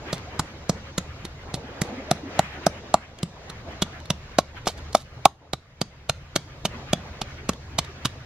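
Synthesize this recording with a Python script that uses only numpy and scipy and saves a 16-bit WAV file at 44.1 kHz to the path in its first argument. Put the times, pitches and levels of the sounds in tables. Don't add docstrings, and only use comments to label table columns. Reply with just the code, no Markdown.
import sys
import numpy as np
from scipy import signal
from scipy.fft import rfft, irfft, next_fast_len
from scipy.io import wavfile
from scipy.ndimage import uniform_filter1d

SR = 44100
rng = np.random.default_rng(int(sys.argv[2]) if len(sys.argv) > 2 else 0)


def file_out(sig):
    cols = np.atleast_2d(sig).T
    lim = np.clip(cols, -1, 1)
    pcm = np.round(lim * 32767).astype(np.int16)
    wavfile.write(sys.argv[1], SR, pcm)


N = 363825
TIME = np.arange(N) / SR
LEAD = int(.02 * SR)
LOCAL = np.arange(-LEAD, 12 * LEAD) / SR


def from_db(db):
    return 10 ** (np.asarray(db) / 20)


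def rms_one(x):
    return x / np.sqrt(np.mean(x ** 2) + 1e-20)


def as_blow(x):
    return x / np.sqrt(np.mean(x ** 2) * len(LOCAL) / (.03 * SR) + 1e-20)


def on_bins(points, size):
    hz, value = np.transpose(points)
    bin_hz = np.fft.rfftfreq(size, 1 / SR)
    return np.interp(np.log(bin_hz + 1), np.log(hz), value)


def coloured(x, spectrum):
    size = next_fast_len(x.shape[-1])
    shaped = rfft(x, size) * from_db(on_bins(spectrum, size))
    return irfft(shaped, size)[..., :x.shape[-1]]


def add(track, s, sound):
    start = max(round(s * SR) - LEAD, 0)
    track[..., start:start + len(LOCAL)] += sound[..., :N - start]


def drift(rate):
    knots = rng.standard_normal(int(N / SR * rate) + 2)
    return rms_one(np.interp(TIME * rate, np.arange(len(knots)), knots))


def stereo_noise(size, width):
    mid, side = rng.standard_normal((2, size))
    side = signal.sosfilt(signal.butter(1, 3500, "high", fs=SR, output="sos"), side)
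    return mid + width * side * np.array([[1], [-1]])


def water(spectrum, flutter_db, rate):
    fluttering = stereo_noise(N, width=1.94), from_db(flutter_db * drift(rate))
    return rms_one(coloured(fluttering[0], spectrum) * fluttering[1])


# (frequency [Hz], relative level [dB per Hz])
RUMBLE_COLOUR = [(15, -19.5), (25, 3.5), (50, 2.5), (77, 14.5), (105, 5.5), (140, 8.5), (200, -11),
                 (400, -47.5)]
# (time [s], level [dB])
BREAKER_LEVELS = [(0, -42), (3, -44.5), (5.3, -40.5), (8.25, -41)]


def breakers():
    swell = from_db(np.interp(TIME, *np.transpose(BREAKER_LEVELS)))
    return swell * water(RUMBLE_COLOUR, flutter_db=1.0, rate=12)


def surge(t, waves, calm_db):
    coarse = TIME[::64]
    power = from_db(calm_db) ** 2
    for s, db, rise_s, fall_s in waves:
        age = coarse - s
        shape = np.exp(-np.where(age < 0, (age / rise_s) ** 2, age / fall_s))
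        power = power + (from_db(db) * shape) ** 2
    return np.interp(t, coarse, np.sqrt(power))


# (wash crest [s], wash level [dB], foam level [dB], rise time [s], wash fall time [s])
SHORE_WAVES = [(0.081, -40.5, -42.5, 0.09, 0.23), (.29, -47, -59, .05, 0.85), (.86, -52, -49.5, 0.27, 0.21),
               (1.48, -45, -52, 0.069, 0.6), (1.9, -38.5, -45, 0.2, 0.33),
               (2.36, -40.5, -38.5, 0.085, 0.16), (2.6, -42.5, -48.5, 0.09, 0.46),
               (3.56, -49, -57, 0.35, 0.38), (3.69, -41, -46, 0.066, 0.066), (3.9, -53, -49.5, 0.21, 0.062),
               (4.56, -43.5, -44.5, 0.036, 0.0074), (4.8, -47, -50, 0.087, 0.065),
               (5.201, -48, -62.5, 0.07, 0.13), (5.44, -40.5, -52.5, 0.037, 0.078),
               (6.77, -43, -45, 0.098, 0.15), (7.11, -47, -49.5, 0.15, 0.33),
               (7.305, -53, -45, 0.061, 0.034), (7.85, -50.5, -51.5, 0.093, 0.29)]
CALM_WASH_DB = -49


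def wash_strength(t):
    waves = [(s, db, rise_s, fall_s) for s, db, _, rise_s, fall_s in SHORE_WAVES]
    return surge(t, waves, CALM_WASH_DB)


# (frequency [Hz], relative level [dB per Hz])
WASH_COLOUR = [(100, -27), (200, 3), (350, -1), (550, 1), (1000, -5.5), (1600, -20), (3000, -60.5)]


def wash():
    return wash_strength(TIME) * water(WASH_COLOUR, flutter_db=1.0, rate=25)


# (frequency [Hz], relative level [dB per Hz])
FOAM_COLOUR = [(500, -24.5), (1200, 5.5), (2100, 3.5), (3200, -3.5), (5000, -34)]
FIZZ_COLOUR = [(2000, -15.5), (3800, -1.5), (6800, -9.5), (8300, -28), (16000, -63)]
CALM_FOAM_DB = -50
FOAM_LAG_S, FOAM_LINGERS = 0.024, 1.7
FIZZ_DB, FIZZ_FOLLOWS = -5.5, 0.65


def foam():
    waves = [(s, db, rise_s, FOAM_LINGERS * fall_s) for s, _, db, rise_s, fall_s in SHORE_WAVES]
    froth = surge(TIME - FOAM_LAG_S, waves, CALM_FOAM_DB)
    swing = (froth / from_db(CALM_FOAM_DB)) ** FIZZ_FOLLOWS
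    fizz = from_db(CALM_FOAM_DB + FIZZ_DB) * swing * water(FIZZ_COLOUR, flutter_db=0.5, rate=35)
    return fizz + froth * water(FOAM_COLOUR, flutter_db=2.2, rate=28)


def splashing(x, lumps_db):
    bins = signal.stft(x, nperseg=1024)[2]
    lumps = rng.standard_normal(bins.shape[1:])
    lumps = uniform_filter1d(lumps, size=5, axis=0)
    lumps = uniform_filter1d(lumps, size=3, axis=1)
    gain = rms_one(from_db(lumps_db * rms_one(lumps)))
    return signal.istft(bins * gain)[1][:, :N]


def sea():
    return breakers() + splashing(wash() + foam(), lumps_db=2.0)


# (time [s], starting pitch [Hz], level [dB], length [s])
AIR_POCKETS = [(.065, 363, -40, .035), (.265, 697, -39, 0.034), (1.638, 243, -34, 0.02),
               (1.835, 465, -35, 0.047), (1.92, 233.6, -35, 0.044), (1.972, 254, -30, 0.033),
               (1.995, 515, -33.5, 0.021), (2.081, 607, -33.5, 0.032), (2.231, 285, -28, 0.016),
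               (2.25, 264, -31.5, 0.037), (2.269, 358, -35.5, 0.028), (2.635, 340, -38, 0.017),
               (3.66, 331.6, -45, 0.043), (6.745, 227, -35, 0.031)]


def gurgles(rise=0.073, small_db=-6.0, size_spread_db=11.5, cycles=6.9, waver=0.031, count=170):
    out = np.zeros(N)
    when, pitch, size = rng.random((count, 3)).T
    times, pitches = when * N / SR, 280 * 2 ** (2.5 * pitch)
    levels = 20 * np.log10(wash_strength(times)) + small_db + size_spread_db * size
    small = list(zip(times, pitches, levels, cycles / pitches))
    for s, hz, db, length in list(AIR_POCKETS) + small:
        age = np.maximum(LOCAL, 0) / length
        wobble = waver * np.sin(2 * np.pi * (age + rng.random()))
        phase = 2 * np.pi * np.cumsum(hz * (1 + rise * age + wobble)) / SR
        envelope = (1 - np.exp(-8 * age)) * np.exp(-np.minimum(age, 4) ** 3)
        add(out, s, from_db(db) * envelope * np.sin(phase))
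    return out


# (frequency [Hz], left lead [rad])
PHASE_BETWEEN_PORTS = [(1000, 0), (2500, -.2), (4000, -.7), (5500, -1.4), (7500, -1.9), (14000, -1.9)]
# (frequency [Hz], left minus right [dB])
BALANCE_BETWEEN_PORTS = [(900, -.2), (1500, -.4), (2400, -3), (3800, -4), (5300, -1.5), (6800, -4.5),
                         (9500, -4), (13000, -1)]


def ports(x):
    size = next_fast_len(len(LOCAL))
    shading = from_db(on_bins(BALANCE_BETWEEN_PORTS, size) / 2)
    half = shading * np.exp(.5j * on_bins(PHASE_BETWEEN_PORTS, size))
    return irfft(rfft(x, size) * np.array([half, 1 / half]), size)[:, :len(LOCAL)]


def scatter(x, db, t60, onset_s, dull_hz):
    t = TIME[:len(LOCAL)]
    envelope = from_db(-60 * t / t60) * (1 - np.exp(-(t / onset_s) ** 2))
    echoes = stereo_noise(len(t), width=1) * envelope
    echoes = echoes / np.sqrt(np.sum(echoes ** 2) / 2)
    echoes = signal.sosfilt(signal.butter(1, min(dull_hz, SR / 3), fs=SR, output="sos"), echoes)
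    return from_db(db) * signal.fftconvolve(x[None], echoes, axes=1)[:, :len(t)]


FAR_ROCKS_DB, CLOSE_ROCKS_DB = -13.5, -17


def outdoors(x, rocks_db):
    mid = x.mean(axis=0)
    ground = scatter(mid, db=-10.5, t60=0.037, onset_s=0.0021, dull_hz=9000)
    rocks = scatter(mid, db=rocks_db, t60=0.28, onset_s=0.0058, dull_hz=4520)
    rocks = coloured(rocks, [(200, 3.0), (550, -6.0), (750, -10.0), (1100, -3.0), (2500, -2.5),
                             (6000, 0.5), (11000, -2.5)])
    return ports(x) + ground + rocks


def ring(modes, stretch, contact_s, scatter_db, detune, signs=None, lag_s=0):
    t, out = np.maximum(LOCAL - lag_s, 0), 0
    for (hz, db, t60), sign in zip(modes, signs or np.ones(len(modes))):
        decay_db = np.minimum(60 * t / t60, 200)
        strength = sign * from_db(db + scatter_db * rng.standard_normal() - decay_db)
        mode_hz = hz * stretch * (1 + detune * rng.standard_normal())
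        out = out + strength * np.sin(2 * np.pi * mode_hz * t)
    out = out * (1 - np.exp(-t / contact_s))
    radiation = signal.butter(1, modes[0][0] / 2, "high", fs=SR, output="sos")
    return as_blow(signal.sosfilt(radiation, out))


# (frequency [Hz], relative level [dB per Hz])
CLOSE_CRUNCH_COLOUR = [(400, 2.5), (1300, -2), (1550, -3), (2000, -6.5), (2250, -0.5), (2600, -3),
                       (3500, 1.5), (4600, -1.5), (5100, -2.5), (6500, -2.5), (7200, -5.5), (10500, -11),
                       (13000, -15.5), (16000, -34.5)]


def grains(envelope, spread_db, brightness_db, colour=CLOSE_CRUNCH_COLOUR):
    clumps = np.clip(rng.standard_normal(len(LOCAL)), -2, 2)[np.arange(len(LOCAL)) // 12]
    cracks = stereo_noise(len(LOCAL), width=0.37) * from_db(spread_db * clumps) * envelope
    return coloured(coloured(cracks, colour), [(3800, 0), (7500, brightness_db)])


# (frequency [Hz], relative level [dB], t60 [s])
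SHELL_BIT_MODES = [(2690, -10, 0.0048), (3730, 7.5, 0.018), (4760, -3.5, 0.011), (6310, 2, .005),
                   (9300, -15.5, 0.003)]


def chip(hz):
    stretch = hz / SHELL_BIT_MODES[1][0]
    return ring(SHELL_BIT_MODES, stretch, contact_s=.0002, scatter_db=4.0, detune=0.043)


def tumble(envelope, count=4):
    out, chips_per_s = 0, 520
    for hz in np.geomspace(3300, 4700, count):
        struck = rng.random(len(LOCAL)) < chips_per_s / count / SR
        clicks = struck * rng.standard_normal(len(LOCAL))
        out = out + signal.fftconvolve(clicks * envelope, chip(hz))[LEAD:LEAD + len(LOCAL)]
    return as_blow(out)


# (time [s], level [dB], decay time [s])
GRAVEL_SLIPS = [(.134, -35.5, 0.015), (1.551, -37, 0.0075), (1.835, -43, .025), (4.398, -36, 0.0065),
                (4.682, -30.5, 0.015), (4.778, -45.5, 0.01), (4.931, -39.5, 0.0068), (4.969, -33, 0.016),
                (5.003, -40, 0.018)]


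def gravel(rise_s=0.003, spread_db=7.5, grit_db=-7.0, chips_db=-8.5):
    out = np.zeros((2, N))
    for s, db, decay_s in GRAVEL_SLIPS:
        slip = np.exp(-np.abs(LOCAL) / np.where(LOCAL < 0, rise_s, decay_s))
        grit = as_blow(grains(slip, spread_db, brightness_db=3.5))
        mix = from_db(grit_db) * grit + from_db(chips_db) * tumble(slip)
        add(out, s, from_db(db) * ports(mix))
    return out


# (time [s], level of the snap [dB], pitch [Hz])
SHELL_TICKS = [(0.1808, -50, 4340), (3.189, -46, 3160), (4.003, -56, 4630), (4.0578, -50, 4770),
               (4.66, -44, 3400), (4.7015, -53, 3840), (7.535, -46.5, 3400), (7.8482, -49, 4000),
               (8.0713, -48, 3370)]


def ticks(snap_s=.0018, spread_db=7.5, ping_db=-4):
    out = np.zeros((2, N))
    for s, db, hz in SHELL_TICKS:
        snap = as_blow(grains(np.exp(-np.abs(LOCAL) / snap_s), spread_db, brightness_db=-5))
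        add(out, s, from_db(db) * outdoors(snap + from_db(ping_db) * chip(hz), CLOSE_ROCKS_DB))
    return out


# (frequency [Hz], relative level [dB], t60 [s])
BOUNCE_MODES = [(177, 2, 0.031), (318, -8.5, .018)]
THUD_LAG_S = 0.00057


def thud(hz):
    return ring(BOUNCE_MODES, hz / BOUNCE_MODES[0][0], contact_s=0.0019, scatter_db=2.5, detune=0.018,
                lag_s=THUD_LAG_S)


# (frequency [Hz], relative level [dB], t60 [s])
FLEX_MODES = [(340, -10, .009), (601, 0, 0.016), (754, 2, 0.016), (976, -14.5, 0.0073)]
FLEX_SIGNS = [1, 1, -1, 1]
USUAL_KNOCK_HZ, KNOCK_TILT_DB, KNOCK_BEND = 704.5, 26.5, 0.43


def knock(hz):
    pitch = hz / USUAL_KNOCK_HZ
    tilt_db = KNOCK_TILT_DB * np.log2(pitch)
    struck = [(mode_hz, db + tilt_db * np.log2(mode_hz / USUAL_KNOCK_HZ), t60)
              for mode_hz, db, t60 in FLEX_MODES]
    return ring(struck, pitch ** KNOCK_BEND, contact_s=0.00023, scatter_db=2.5, detune=0.012,
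                signs=FLEX_SIGNS)


# (frequency [Hz], relative level [dB], t60 [s])
WALL_MODES = [(958, -3, 0.013), (1109, 2, 0.017), (1259, -1.5, 0.015), (2240, -20.5, 0.0035)]


def clack(hz):
    return ring(WALL_MODES, hz / WALL_MODES[1][0], contact_s=0.004, scatter_db=1.3, detune=0.018)


def bowl(thud_db, thud_hz, knock_db, knock_hz, clack_db, clack_hz):
    bounce = from_db(thud_db) * thud(thud_hz)
    flex = from_db(knock_db) * knock(knock_hz)
    return flex + from_db(clack_db) * clack(clack_hz) - bounce


ROCK_S, ROCK_DB, ROCK_GAP_S, ROCK_LOSS_DB = 4.677, -34, .011, 4


def rocking(count=3):
    out = np.zeros(N)
    for k in range(count):
        tap = ring(FLEX_MODES, 1, contact_s=.0006, scatter_db=3.0, detune=.1)
        add(out, ROCK_S + k * ROCK_GAP_S, from_db(ROCK_DB - k * ROCK_LOSS_DB) * tap)
    return out


CRUNCH_PEAK_SHARE = 0.37


def crunch(length, colour, bright_db, swell_s=0.0013, fall=0.48, settle_db=-23, settle_s=0.0024):
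    t = LOCAL - CRUNCH_PEAK_SHARE * length
    span = np.where(t < 0, np.sqrt(swell_s * length), fall * length)
    squeeze = np.exp(-(np.abs(t) / span) ** np.where(t < 0, 1.3, 1.1))
    settle = from_db(settle_db) * np.exp(-np.abs(t) / settle_s) * (t > 0)
    return grains(squeeze + settle, spread_db=5.5, brightness_db=bright_db, colour=colour)


RASP_DB, RASP_WIDTH_HZ = 7, 450


def rasp(x, hz):
    b, a = signal.iirpeak(hz, hz / RASP_WIDTH_HZ, fs=SR)
    return as_blow(x + (from_db(RASP_DB) - 1) * signal.lfilter(b, a, x))


CLOSE_UP_S = 3.65
USUAL_THUD_DB, BRIGHT_PER_THUD = -27.5, 0.11
# (frequency [Hz], relative level [dB per Hz])
FAR_CRUNCH_COLOUR = [(400, 6), (1300, -0.5), (1600, -4.5), (1900, 1.5), (2300, -4.5), (2900, -2.5),
                     (3500, 1), (4150, 5), (4550, 0.5), (5400, 1.5), (7400, -2.5), (10500, -4.5),
                     (13000, -15), (16000, -25)]
# (time [s], thud level [dB], thud pitch [Hz], knock level [dB], knock pitch [Hz],
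# clack level [dB], clack pitch [Hz], crunch level [dB], crunch length [s], rasp pitch [Hz])
PESTLE_BLOWS = [(.129, -31.5, 146, -31.5, 616, -39.5, 1230, -32.5, 0.0062, 4240),
                (0.395, -29, 146, -40, 830, -31, 1230, -28, 0.0054, 7440),
                (0.695, -23, 171.4, -29, 560, -38.5, 1190, -28.5, 0.005, 6200),
                (.980, -29.5, 173, -32, 504, -37, 1333, -28.5, .006, 6600),
                (1.25, -42.5, 177, -55, 695, -53, 1230, -37.5, 0.0089, 3450),
                (1.541, -31, 150, -43, 746, -66, 1340, -33, 0.0054, 3960),
                (1.817, -24.5, 174, -52, 590, -44, 1180, -28, 0.0037, 7450),
                (2.113, -22.5, 173, -21, 674, -31.5, 1235, -25, 0.0022, 5900),
                (2.393, -24, 161, -17.5, 740, -35.5, 1355, -25.5, 0.0017, 6640),
                (2.666, -24, 168, -19.5, 710, -29.5, 1250, -26, 0.0025, 5620),
                (2.9417, -26, 180, -14.5, 800, -23.5, 1196, -26.5, 0.0018, 7340),
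                (3.231, -24.5, 173, -45, 520, -45, 1036, -31, 0.0025, 7540),
                (3.498, -42.5, 159, -53, 600, -50, 1290, -42, 0.0064, 4050),
                (3.821, -25, 175, -37, 690, -35.5, 1180, -24.5, 0.007, 3690),
                (4.1038, -23.5, 168, -34, 614, -36, 944, -25, .0038, 5840),
                (4.3865, -32, 133, -16, 616, -27, 1095, -23, 0.0038, 4500),
                (4.670, -31.5, 185, -25.5, 710, -30, 1150, -25.5, 0.015, 5500),
                (4.949, -30.5, 209, -15, 710, -23, 1087, -24, 0.0068, 5750),
                (5.2554, -23.5, 135, -5.5, 747, -14.5, 1138, -15, 0.0017, 3514),
                (5.534, -21.5, 134.3, -23, 740, -25.5, 1220, -17.5, 0.0031, 3850),
                (5.8148, -18.5, 154.5, -33, 776, -32, 1220, -18, 0.0045, 4520),
                (6.095, -23, 149.5, -24.5, 590, -29, 1364, -18, 0.0057, 3970),
                (6.36, -25.5, 157.6, -24.5, 580, -30.5, 1200, -20, 0.0071, 4250),
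                (6.652, -28.5, 187, -29.5, 675, -42, 1220, -25.5, 0.01, 2960),
                (6.932, -22, 168, -24, 636, -40.5, 1170, -24.5, 0.0036, 3520),
                (7.215, -36, 202, -36, 790, -42, 1150, -31, 0.0067, 2800),
                (7.492, -23.5, 199, -32, 516, -29.5, 1133, -28.5, 0.0051, 2250),
                (7.7868, -29, 143, -33, 870, -36, 1133, -23, 0.0057, 3850),
                (8.052, -28.5, 140, -41, 765, -35, 1225, -24.5, 0.0086, 3200)]


def pounding():
    out = np.zeros((2, N))
    for s, thud_db, *body, crunch_db, length, rasp_hz in PESTLE_BLOWS:
        colour, rocks_db = CLOSE_CRUNCH_COLOUR, CLOSE_ROCKS_DB
        if s < CLOSE_UP_S:
            colour, rocks_db = FAR_CRUNCH_COLOUR, FAR_ROCKS_DB
        bright_db = BRIGHT_PER_THUD * (thud_db - USUAL_THUD_DB)
        food = rasp(crunch(length, colour, bright_db), rasp_hz)
        blow = from_db(crunch_db) * food + bowl(thud_db, *body)
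        add(out, s, outdoors(blow, rocks_db))
    return out


def scene():
    return sea() + gurgles() + gravel() + ticks() + rocking() + pounding()


CUTOFF_HZ = 16000


def record(dry, threshold_db=-9.5, release_db_per_s=11.0, attack_s=0.024):
    power = signal.lfilter(np.ones(128) / 128, 1, np.mean(dry ** 2, axis=0))
    over = np.maximum(10 * np.log10(power + 1e-12) - threshold_db, 0)
    release = release_db_per_s * TIME
    held = np.maximum.accumulate(over + release) - release
    pole = np.exp(-1 / (attack_s * SR))
    ducked = dry * from_db(-signal.lfilter([1 - pole], [1, -pole], held))
    lowpass = signal.ellip(10, .1, 90, CUTOFF_HZ, fs=SR, output="sos")
    return signal.sosfilt(lowpass, np.clip(ducked, -.97, .97))


dry = scene()
out = record(dry)
file_out(out)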